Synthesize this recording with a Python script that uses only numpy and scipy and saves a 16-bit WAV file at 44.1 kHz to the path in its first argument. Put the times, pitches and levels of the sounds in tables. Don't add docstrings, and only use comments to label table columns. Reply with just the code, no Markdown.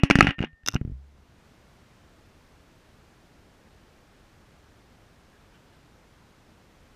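import sys
import numpy as np
from scipy import signal
from scipy.fft import rfft, irfft
from scipy.io import wavfile

SR = 44100
rng = np.random.default_rng(int(sys.argv[2]) if len(sys.argv) > 2 else 0)


def dump(signal):
    limited = np.clip(np.atleast_2d(signal).T, -1, 1)
    pcm = np.round(limited * 32767).astype(np.int16)
    wavfile.write(sys.argv[1], SR, pcm)


N = 306495
TIME = np.arange(N) / SR

# (frequency [Hz], level [dB], t60 [s])
FRAME_MODES = [(278.3, -13.5, 0.14), (552, -39.5, .2), (838.5, -33, 0.12), (1110, -39, .18),
               (1400, -36.5, .18), (1655, -36, .17), (1810, -33.5, .14), (1935, -31.5, 0.18),
               (1939.5, -31, 0.17), (2173, -35.5, 0.14), (2284, -32.5, .16), (2550, -31, .22),
               (2760, -34.5, 0.28), (2883, -34, 0.24), (3728, -48, .13), (5500, -46.5, .12),
               (5700, -45, 0.083), (9512, -50.5, .09), (9800, -49, 0.098)]
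# (frequency [Hz], level [dB])
RATTLE_SPECTRUM = [(150, -12.5), (300, -1), (500, -5.5), (1100, -7), (2000, -0.5), (2900, 5.5), (3500, -17),
                   (4500, -30), (16000, -70.5)]
# (frequency [Hz], level [dB])
BRITTLE_SPECTRUM = [(1000, -13), (3000, -1), (4300, -4), (5800, -0.5), (7200, -12), (8600, -16),
                    (9900, -8.5), (11000, -25), (14000, -27), (16000, -45)]
# (time [s], thump level [dB], thump pitch [Hz], crack level [dB], clack pitch [Hz], brightness [Hz])
AIRFRAME_HITS = [(.0344, -2, 138, -8.5, 660, 9200), (.1005, -5, 272, -5.5, 1000, 6500),
                 (0.1093, -6, 182, 1.5, 2350, 4500), (0.1546, -4.5, 155, -4, 1780, 6700),
                 (0.1873, -6.5, 155, -15, 2010, 6900), (0.2076, -5, 214, 7, 1280, 2900),
                 (.2260, -9.5, 128, -11, 2600, 5000), (0.2457, -14, 149.4, -27, 2670, 6000),
                 (0.2695, -14, 167, -6.5, 1440, 3600), (0.2863, -13.5, 121, -26, 2500, 4000),
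                 (0.3837, -29, 130, -34.5, 2800, 3000), (0.4047, -13, 136, -30, 2300, 5000),
                 (.4224, -21.5, 220, -37, 1500, 6000), (.4380, -15.5, 267, -25, 880, 2500),
                 (0.5302, -45.5, 62, -55.5, 2810, 6000), (.6340, -46.5, 55, -50, 1715, 6000),
                 (0.7384, -25.5, 100, -29.5, 1000, 2000), (.7538, -10.5, 130, -26, 800, 2000)]
# (frequency [Hz], level [dB], t60 [s])
SHELL_MODES = [(360, -11.5, 0.021), (529, -19, .012), (783, -8.5, 0.014), (1350, -5, .014),
               (1620, -5.5, .014), (2024, -2.5, 0.0089), (2549, -5.5, .014), (2990, -12.5, 0.014),
               (5710, -20.5, 0.0072), (9797, -31, 0.009)]
# (frequency [Hz], level [dB])
GRIT_SPECTRUM = [(200, -4), (1000, -0.5), (2700, -1), (4300, -4.5), (6200, -4.5), (7500, -9),
                 (10000, -14.5), (13500, -12.5), (16000, -26.5)]
# (frequency [Hz], level [dB], t60 [s])
MOTOR_BELL_MODES = [(1820, -45.5, 0.94)]
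# (start [s], length [s], level [dB])
SHELL_SLIDES = [(0.224, 0.08, -32.5), (0.415, 0.033, -42)]
# (time [s], level [dB])
BLADE_HITS = [(.276, -16), (.307, -16.5), (.390, -22.5), (.415, -26), (.4271, -20.5), (0.4457, -23),
              (.762, -20.5)]
# (frequency [Hz], level [dB], t60 [s])
LEG_MODES = [(155.8, -25.5, 0.26), (235.6, -24.5, 0.14), (423, -35, 0.08), (660, -39.5, .06)]
# (time [s], level [dB])
CASE_TAPS = [(.6619, -19), (.6750, -15), (.6850, -6.5), (0.7446, -25.5)]
# (frequency [Hz], level [dB], t60 [s])
CASE_MODES = [(110, -25.5, .12), (252, -17.5, 0.03), (430, -24, .025), (1117, -15.5, 0.0049),
              (1420, -5.5, 0.015), (2200, -29, 0.011), (2756, -8.5, 0.024), (3630, -7.5, .014),
              (5290, 0, 0.0098), (5895, -2, .012), (6230, -4, 0.013), (8300, -15, .006),
              (12600, -21, 0.0089)]
# (frequency [Hz], level [dB])
TRAFFIC_SPECTRUM = [(12, -28), (20, -1.5), (54, -0.5), (80, 0), (119, -2.5), (238, -5.5), (393, -9.5),
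                    (614, -12), (932, -14.5), (1580, -16.5), (1870, -18.5), (6020, -28), (11400, -37.5),
                    (13900, -38.5), (15500, -44)]
# (time [s], level [dB], pitch [Hz], width [Hz], relative overtone level [dB])
DISTANT_SQUEAKS = [(5.325, -61.5, 1617, 59.8, -21.5), (5.535, -62.5, 1450, 180, -6),
                   (5.72, -66, 1530, 260, -5)]

GROUNDED_S = 0.307


def from_db(db):
    return 10 ** (np.asarray(db) / 20)


def rms_one(x):
    return x / np.sqrt(np.mean(x ** 2) + 1e-20)


def peak_one(x):
    return x / np.abs(x).max()


def add(out, s, sound):
    at = max(round(s * SR), 0)
    out[at:at + len(sound)] += sound[:N - at]


def low_pass(x, hz, order=2):
    return signal.sosfilt(signal.butter(order, hz, fs=SR, output="sos"), x)


def resonance(x, hz, width_hz):
    r = np.exp(-np.pi * width_hz / SR)
    feedforward = np.array([1, 0, -1]) * (1 - r * r) / 2
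    feedback = [1, -2 * r * np.cos(2 * np.pi * hz / SR), r * r]
    return signal.lfilter(feedforward, feedback, x + 1e-18)


def noise(spectrum, size):
    hz, db = np.transpose(spectrum)
    bins = np.maximum(np.fft.rfftfreq(size, 1 / SR), 1)
    gain = from_db(np.interp(np.log(bins), np.log(hz), db))
    return rms_one(irfft(rfft(rng.standard_normal(size)) * gain, size))


def struck(modes, t, spread_db, lead_s=0):
    offsets_db = rng.normal(0, spread_db, len(modes))
    out = np.zeros(len(t))
    for k, (hz, db, t60) in enumerate(modes):
        decay = from_db(db + offsets_db[k] - 60 * t / t60)
        out += (-1) ** k * decay * np.sin(2 * np.pi * hz * (t + lead_s))
    return out


def frame_ring(s, bright_hz, rattle_t60=0.17, brittle_t60=0.075, ground_db_per_s=260):
    t = TIME[:SR // 2]
    rattle = noise(RATTLE_SPECTRUM, len(t)) * from_db(-22 - 60 * t / rattle_t60)
    brittle = low_pass(noise(BRITTLE_SPECTRUM, len(t)), bright_hz) * from_db(-25 - 60 * t / brittle_t60)
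    arms = struck(FRAME_MODES, t, spread_db=2.5, lead_s=s)
    lying_s = np.clip(s + t - GROUNDED_S, 0, t)
    return (arms + rattle + brittle) * from_db(-ground_db_per_s * lying_s)


def thump(hz):
    push = low_pass(signal.unit_impulse(SR // 5), 1.4 * hz)
    mount = resonance(push, hz, width_hz=1.05 * hz)
    sway = from_db(-7) * resonance(push, hz=42, width_hz=70)
    return -peak_one(mount + sway)


def crack(modes, grit, grit_t60):
    t = TIME[:SR // 10]
    crunch = noise(GRIT_SPECTRUM, len(t)) * from_db(-60 * t / grit_t60)
    return peak_one(struck(modes, t, spread_db=1.5)) + grit * crunch


def knock(thump_db, thump_hz, crack_db, clack_hz, bright_hz, clack_db=-1, clack_t60=0.016):
    out = from_db(thump_db) * thump(thump_hz)
    contact = crack(SHELL_MODES + [(clack_hz, clack_db, clack_t60)], grit=0.21, grit_t60=0.019)
    add(out, 0, from_db(crack_db) * peak_one(low_pass(contact, bright_hz)))
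    return out


def tumble(airborne_ring_db=-3.5, grounded_ring_db=-25, ring_limit_db=-10):
    out = np.zeros(N)
    add(out, 0, from_db(-7) * frame_ring(0, bright_hz=7000)[SR // 20:])
    for s, thump_db, thump_hz, crack_db, clack_hz, bright_hz in AIRFRAME_HITS:
        add(out, s, knock(thump_db, thump_hz, crack_db, clack_hz, bright_hz))
        if s < GROUNDED_S:
            ring_db = min(thump_db + airborne_ring_db, ring_limit_db)
            add(out, s, from_db(ring_db) * struck(MOTOR_BELL_MODES, TIME[:SR], spread_db=0.97, lead_s=s))
        else:
            ring_db = thump_db + grounded_ring_db
            add(out, s, from_db(thump_db) * struck(LEG_MODES, TIME[:SR], spread_db=0.5))
        add(out, s, from_db(ring_db) * frame_ring(s, bright_hz))
    return out


def skid(grains_per_s=1400, bright_hz=3150, attack_s=0.02, release_db_per_s=620):
    sizes_db = 4 * np.minimum(rng.exponential(1, N), 4)
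    grains = from_db(sizes_db) * rng.choice([-1, 1], N)
    catches = grains * (rng.random(N) < grains_per_s / SR)
    shell = rms_one(signal.fftconvolve(catches, crack(SHELL_MODES, grit=0.073, grit_t60=0.014))[:N])
    rasp = from_db(-1) * rms_one(resonance(catches, hz=2850, width_hz=450))
    pressure = np.zeros(N)
    for s, length_s, db in SHELL_SLIDES:
        attack = np.clip((TIME - s) / attack_s, 0, 1)
        pressure += attack * from_db(db - release_db_per_s * np.maximum(TIME - s - length_s, 0))
    return pressure * rms_one(low_pass(shell + rasp, bright_hz, order=4))


def blade_slaps(thump_hz=190, clack_hz=2823, bright_hz=3070):
    out = np.zeros(N)
    for s, db in BLADE_HITS:
        add(out, s, knock(db - 9, thump_hz, db, clack_hz, bright_hz, clack_db=1.5, clack_t60=0.021))
        add(out, s, from_db(db - 9) * frame_ring(s, bright_hz))
    return out


def case_clicks(chatter_from_s=0.704, chatter_gap_s=0.0099, chatter_db=-37.5, chatter_count=6):
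    out = np.zeros(N)
    chatter = [(chatter_from_s + chatter_gap_s * (k + 0.2 * late), chatter_db + 2.5 * loud)
               for k, (late, loud) in enumerate(rng.standard_normal((chatter_count, 2)))]
    for s, db in CASE_TAPS + chatter:
        add(out, s, from_db(db) * crack(CASE_MODES, grit=0.24, grit_t60=0.013))
        add(out, s, from_db(db - 20) * frame_ring(s, bright_hz=5980))
    return out


def bounces(from_s=0.8128, count=5, first_gap_s=0.0368, shortest_gap_s=0.0178, gap_shrink=0.44):
    out, s = np.zeros(N), from_s
    for k in range(count):
        db = -17 - 3.5 * k
        add(out, s, knock(db, thump_hz=118 - 4.2 * k, crack_db=-37 - 8 * k, clack_hz=500, bright_hz=2600))
        add(out, s, from_db(db) * struck(LEG_MODES, TIME[:SR], spread_db=5))
        s += shortest_gap_s + (first_gap_s - shortest_gap_s) * gap_shrink ** k
    return out


def wobble(from_s=0.9225, rock_t60=0.37, tremble_t60=2.4, rest_hz=71.5, sag_hz=12.5):
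    age = np.maximum(TIME - from_s, 0)
    rocking = from_db(-32 - 60 * age / rock_t60)
    tremble = from_db(-50 - 60 * age / tremble_t60)
    swing = rocking + tremble
    rate_hz = rest_hz - sag_hz * peak_one(swing)
    phase = 2 * np.pi * np.cumsum(rate_hz * (age > 0)) / SR
    lopsided = from_db(-11) * np.sqrt(peak_one(swing))
    return swing * (np.sin(phase) + lopsided * np.sin(2 * phase) + lopsided ** 2 * np.sin(3 * phase))


def distant_traffic(steady_db=-56.5, gain_recovery_db_per_s=16, recovered_s=1.453):
    level_db = steady_db - gain_recovery_db_per_s * np.maximum(recovered_s - TIME, 0)
    return from_db(level_db) * noise(TRAFFIC_SPECTRUM, N)


def distant_squeaks(rise_s=0.015):
    out = np.zeros(N)
    t = TIME[:SR // 2]
    envelope = t / rise_s * np.exp(1 - t / rise_s)
    for s, db, hz, width_hz, overtone_db in DISTANT_SQUEAKS:
        tone = rms_one(resonance(rng.standard_normal(len(t)), hz, width_hz))
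        overtone = rms_one(resonance(rng.standard_normal(len(t)), 2 * hz, 2 * width_hz))
        add(out, s, from_db(db) * (tone + from_db(overtone_db) * overtone) * envelope)
    return out


def scene():
    crash = tumble() + blade_slaps() + case_clicks() + skid() + bounces() + wobble()
    return (crash + distant_traffic() + distant_squeaks())[None]


def record(dry):
    clipped = dry / (1 + dry ** 8) ** (1 / 8)
    treble_cut = signal.ellip(10, 0.1, 80, 15200, fs=SR, output="sos")
    return signal.sosfilt(treble_cut, clipped)


dry = scene()
out = record(dry)
dump(out)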